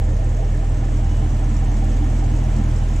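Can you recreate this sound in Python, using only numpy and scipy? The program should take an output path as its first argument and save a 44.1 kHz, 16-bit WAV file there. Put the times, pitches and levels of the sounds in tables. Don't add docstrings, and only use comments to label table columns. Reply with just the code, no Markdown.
import sys
import numpy as np
from scipy import signal
from scipy.fft import rfft, irfft
from scipy.io import wavfile

SR = 44100
rng = np.random.default_rng(int(sys.argv[2]) if len(sys.argv) > 2 else 0)


def int16_out(signal):
    q = np.round(np.clip(np.atleast_2d(signal).T, -1, 1) * 32767)
    wavfile.write(sys.argv[1], SR, q.astype(np.int16))


def volts_from_db(level):
    exponent = np.asarray(level, float) / 20
    return 10 ** exponent


N = 132300

# (time [s], firing rate [Hz], drone level [dB])
FIRING = [(0.0, 39.49, -17.5), (0.375, 39.92, -17.9), (0.75, 39.84, -18.0), (1.125, 40.21, -18.0),
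          (1.5, 40.08, -17.6), (1.875, 40.01, -16.7), (2.25, 40.28, -17.6), (2.625, 40.22, -18.2),
          (3.0, 40.46, -18.2)]
# (time [s], travel [0 = over air box, 1 = over engine], drone octave level [dB])
CAMERA = [(0, 0.13, -21), (.4, 0.15, -25), (.8, 0.45, -25), (1.2, 0.69, -23.5), (1.6, 0.83, -24.5),
          (1.9, 1, -24), (2.3, 1, -23.5), (2.6, 1, -25), (3, 1, -23.5)]


def evened(x):
    return x / np.sqrt(np.mean(x ** 2) + 1e-20)


def column(table, index):
    rows = np.array(table)
    return np.interp(np.arange(N) / SR, rows[:, 0], rows[:, index])


def read(table, hz, index=1):
    rows = np.array(table)
    return np.interp(np.log(hz + 1), np.log(rows[:, 0] + 1), rows[:, index])


def air(gain):
    hz = np.fft.rfftfreq(N, 1 / SR)
    return evened(irfft(rfft(rng.standard_normal((2, N))) * gain(hz), N))


def resonance(hz, mid_hz, width_hz):
    return 1 / (1 + (2 * (hz - mid_hz) / width_hz) ** 2)


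def per_firing(turns):
    return np.interp(turns, np.arange(200), rng.standard_normal(200))


def drone(turns):
    # (time [s], pitch [Hz], level [dB])
    mains = [(0.0, 119.13, -27.5), (0.375, 120.14, -27.8), (0.75, 119.87, -27.5), (1.125, 119.92, -26.6),
             (1.5, 120.04, -26.7), (1.875, 119.91, -26.6), (2.25, 119.88, -24.7), (2.625, 120.04, -25.9),
             (3.0, 119.45, -27.1)]
    uneven_db, uneven_turns = .35, .006
    octave_turn, hum_turn = .13, -.32

    first_amp = volts_from_db(column(FIRING, index=2) + uneven_db * per_firing(turns))
    first_turns = turns + uneven_turns * per_firing(turns)
    first = first_amp * np.cos(2 * np.pi * first_turns)

    second_amp = volts_from_db(column(CAMERA, index=2) + 2 * uneven_db * per_firing(turns))
    second_turns = 2 * turns + octave_turn + 2 * uneven_turns * per_firing(turns)
    second = second_amp * np.cos(2 * np.pi * second_turns)

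    hum_turns = np.cumsum(column(mains, index=1)) / SR + hum_turn
    hum = volts_from_db(column(mains, index=2)) * np.cos(2 * np.pi * hum_turns)
    return np.sqrt(2) * (first + second + hum)


def rumble(travel):
    # (frequency [Hz], density [dB per Hz])
    colour = [(15, -7), (50, -1), (100, 3.5), (140, -1.5), (175, -6), (260, -11.5), (400, -16), (600, -24)]
    level_db, travel_db = -28.5, -1
    noise = air(lambda hz: volts_from_db(read(colour, hz)) / (1 + (hz / 700) ** 4))
    return volts_from_db(level_db + travel_db * travel) * noise


def whirr(travel):
    # (frequency [Hz], density [dB per Hz])
    colour = [(300, -10.5), (450, -3), (800, -1), (1130, -7.5), (1740, -12.5), (3010, -15.5), (4670, -26),
              (7000, -49)]
    level_db, travel_db = -42, 3.5
    noise = air(lambda hz: volts_from_db(read(colour, hz)) * (hz > 200) * (hz < 9000))
    return volts_from_db(level_db + travel_db * travel) * noise


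def pump_whine():
    # (time [s], swell [dB])
    swell = [(0, -6), (.55, -6), (.68, 11), (.85, -7), (1.0, 16.5), (1.25, 9), (1.4, -3), (2.2, 5),
             (3, 12.5)]
    mid_hz, width_hz, level_db = 2950, 10, -70
    return volts_from_db(level_db + column(swell, index=1)) * air(lambda hz: resonance(hz, mid_hz, width_hz))


def lumps(per_s):
    hz = np.fft.rfftfreq(N, 1 / SR)
    return evened(irfft(rfft(rng.standard_normal(N)) / (1 + (hz / per_s) ** 4) * (hz > .5), N))


def cavities(table, nearness, lump_db, lumps_per_s):
    out = np.zeros((2, N))
    for mid_hz, width_hz, db, nearness_db in table:
        level_db = db + nearness_db * nearness + lump_db * lumps(lumps_per_s)
        out += volts_from_db(level_db) * air(lambda hz: resonance(hz, mid_hz, width_hz))
    return out


def panels():
    # (frequency [Hz], width [Hz], level [dB], change from far to near [dB])
    booms = [(208.5, 30.5, -44.5, 11), (252, 38, -51, 10.5), (299, 26, -45, 8), (337, 54, -51, 4.5)]
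    # (time [s], nearness [0 = far, 1 = near])
    nearness = [(0, .3), (.5, 0.12), (.85, 0.55), (1.15, 0.39), (1.4, 0.79), (1.65, 0.77), (1.9, 1.25),
                (2.1, 1.15), (2.35, 1.26), (2.5, 0.92), (2.6, 1.26), (2.72, 0.63), (3, 0.59)]
    return cavities(booms, column(nearness, index=1), lump_db=1.5, lumps_per_s=14)


def air_box(travel):
    # (frequency [Hz], width [Hz], level [dB], change over the travel [dB])
    hollows = [(491, 136, -39.5, -35), (621, 210, -50, -20.5), (1775, 230, -53, -1.5),
               (429.4, 24, -49, -1.5), (620, 22, -54, 4.5), (1011, 34, -63, 9.5), (1330, 95, -62, 2),
               (2170, 330, -60, 3.5)]
    return cavities(hollows, travel, lump_db=2, lumps_per_s=20)


def valves(turns, travel):
    # (frequency [Hz], density [dB per Hz])
    hiss = [(3000, -19), (4700, -9.5), (6200, -2), (7000, -2), (7900, -3.5), (8700, -12), (10800, -18.5),
            (15800, -25.5)]
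    # (place [firings], level over steady hiss [dB])
    puffs = [(.55, -9.5), (1.52, 4.5), (2.5, -2), (3.5, 2.5), (3.85, -1), (4.55, 1), (5.55, 3), (6.52, 5),
             (7.45, 2.5)]
    # (from [Hz], to [Hz], share of the puffs [0-1])
    gear = [(2000, 5200, .6), (5200, 6000, .9), (6000, 6700, 1), (6700, 7400, .9), (7400, 8300, 1),
            (8300, 9400, .6), (9400, 11000, .6), (11000, 17000, .4)]
    hiss_db, travel_db = -51, 3
    rise_firings, fall_firings, spread_db = .1, .3, 3.2
    ticks_per_s, tick_db, tick_spread_db = 360, -14, 1

    share = np.clip(np.array(gear)[:, 2:], 0, 2)
    power = np.ones((len(gear), N))
    for place, db in puffs:
        since = (turns - place) % 8
        cycle = ((turns - place) // 8 + 1).astype(int)
        shape = (1 - np.exp(-since / rise_firings)) * np.exp(-since / fall_firings)
        luck = np.sqrt(3) * rng.uniform(-0.91, 1, (len(gear), 20))
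        size = share * volts_from_db(2 * (db + spread_db * luck))
        power += 2 * shape * size[:, cycle]

    tick_size = volts_from_db(tick_spread_db * np.minimum(rng.exponential(1, N), 4))
    ticks = (rng.random(N) < ticks_per_s / SR) * tick_size
    drive = rng.standard_normal((2, N)) + volts_from_db(tick_db) * evened(ticks - ticks.mean())

    hz = np.fft.rfftfreq(N, 1 / SR)
    spectrum = 0
    for part_power, (lo_hz, hi_hz, _) in zip(power, gear):
        spectrum = spectrum + rfft(drive * np.sqrt(part_power)) * (hz >= lo_hz) * (hz < hi_hz)
    return volts_from_db(hiss_db + travel_db * travel) * evened(irfft(spectrum * volts_from_db(read(hiss, hz)), N))


def pings(turns, travel):
    # (place [firings], frequency [Hz], t60 [s], level [dB], change over the travel [dB])
    parts = [
        (.75, 782, .12, -32.5, 0),
        (7.3, 662, .17, -27, -24),
        (4.7, 775, .09, -42, 0),
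        (6.1, 615, .14, -32, -22),
        (4.4, 530, .09, -32, -18),
        (3.2, 735, .09, -46, 8),
    ]
    # (time [s], level [dB])
    facing = [(0, -3.5), (.25, -3), (.45, 0), (.9, 0), (1.2, 2.5), (2.1, 1.5), (2.3, -1.5), (2.65, -4),
              (2.85, 0), (3, -1)]
    rise_s, spread_db = .007, .8

    t = np.arange(SR // 4) / SR
    out = np.zeros(N)
    for place, hz, t60_s, db, travel_db in parts:
        cycle = ((turns - place) // 8 + 1).astype(int)
        struck = np.diff(cycle, prepend=cycle[0]) > 0
        luck_db = spread_db * rng.standard_normal(20)[cycle]
        blows = struck * volts_from_db(db + travel_db * travel + column(facing, index=1) + luck_db)
        ring = (1 - np.exp(-t / rise_s)) * volts_from_db(-60 * t / t60_s) * np.sin(2 * np.pi * hz * t)
        out += signal.oaconvolve(blows, 2 * ring)[:N]
    return out


def bump():
    start_s, hz, t60_s, level_db, rise_s = .895, 170, .12, -22, .008
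    t = np.maximum(np.arange(N) / SR - start_s, 0)
    envelope = volts_from_db(level_db - 60 * t / t60_s) * (1 - np.exp(-t / rise_s))
    knock = envelope * np.sin(2 * np.pi * hz * t)
    return np.array([knock, -knock])


def ports(direct, diffuse):
    # (frequency [Hz], likeness [0-1], left minus right [dB], left lead [rad])
    pair = [(40, 1, -.8, -.07), (120, .997, -1.3, -.07), (250, .995, -3, 0), (520, .87, -8.5, .7),
            (750, .82, -8, 1.5), (1100, .68, -1, 1.6), (1700, .64, .3, .9), (2800, .62, 0, .4),
            (4500, .7, -2.5, .1), (6000, .4, -.5, 0), (8100, .45, 1, 0), (13000, .35, 0, 0)]
    hz = np.fft.rfftfreq(2 * N, 1 / SR)
    same = np.clip(read(pair, hz), 0, 1)
    a, b = rfft(diffuse, 2 * N)
    d = rfft(np.concatenate([direct, direct[::-1]]))
    tilt = volts_from_db(read(pair, hz, index=2) / 2) * np.exp(.5j * read(pair, hz, index=3))
    left = (d + a) * tilt
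    right = (d + same * a + np.sqrt(1 - same ** 2) * b) / tilt
    return irfft(np.array([left, right]), 2 * N)[:, :N]


def narrowed(x):
    wide_hz, band_hz, wide_share, wide_share_top = 6200, 600, .35, .14
    dip_db = -3
    mid_side = np.array([x[0] + x[1], x[0] - x[1]]) / 2
    hz, t, (mid, side) = signal.stft(mid_side, SR, nperseg=2048, noverlap=1536)
    band = np.maximum((hz - wide_hz) // band_hz + 1, 0).astype(int)
    luck = rng.random((len(t) // 4 + 1, band.max() + 1))
    luck = luck.repeat(4, 0)[:len(t)].T[band]
    share = np.where(band == 0, 1, np.where(band < 5, wide_share, wide_share_top))[:, None]
    wide = luck < share
    dip = volts_from_db(-dip_db * np.log(np.clip(luck / share, .01, 1)) * (band > 0)[:, None])
    patched = np.array([mid * dip, side * wide])
    mid, side = signal.istft(patched, SR, nperseg=2048, noverlap=1536)[1][:, :N]
    return np.array([mid + side, mid - side])


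def scene():
    turns = np.cumsum(column(FIRING, index=1)) / SR + .01
    travel = column(CAMERA, index=1)
    direct = drone(turns) + pings(turns, travel)
    bay = rumble(travel) + whirr(travel) + pump_whine() + panels() + air_box(travel)
    return ports(direct, bay + valves(turns, travel)) + bump()


def top_cut(x):
    return signal.sosfilt(signal.butter(12, 15760, fs=SR, output="sos"), x)


def record(dry):
    ceiling, offset = .5, -.0027
    soft = dry / (1 + (dry / ceiling) ** 4) ** 0.28
    mix = narrowed(soft) + offset
    return top_cut(mix)


dry = scene()
out = record(dry)
int16_out(out)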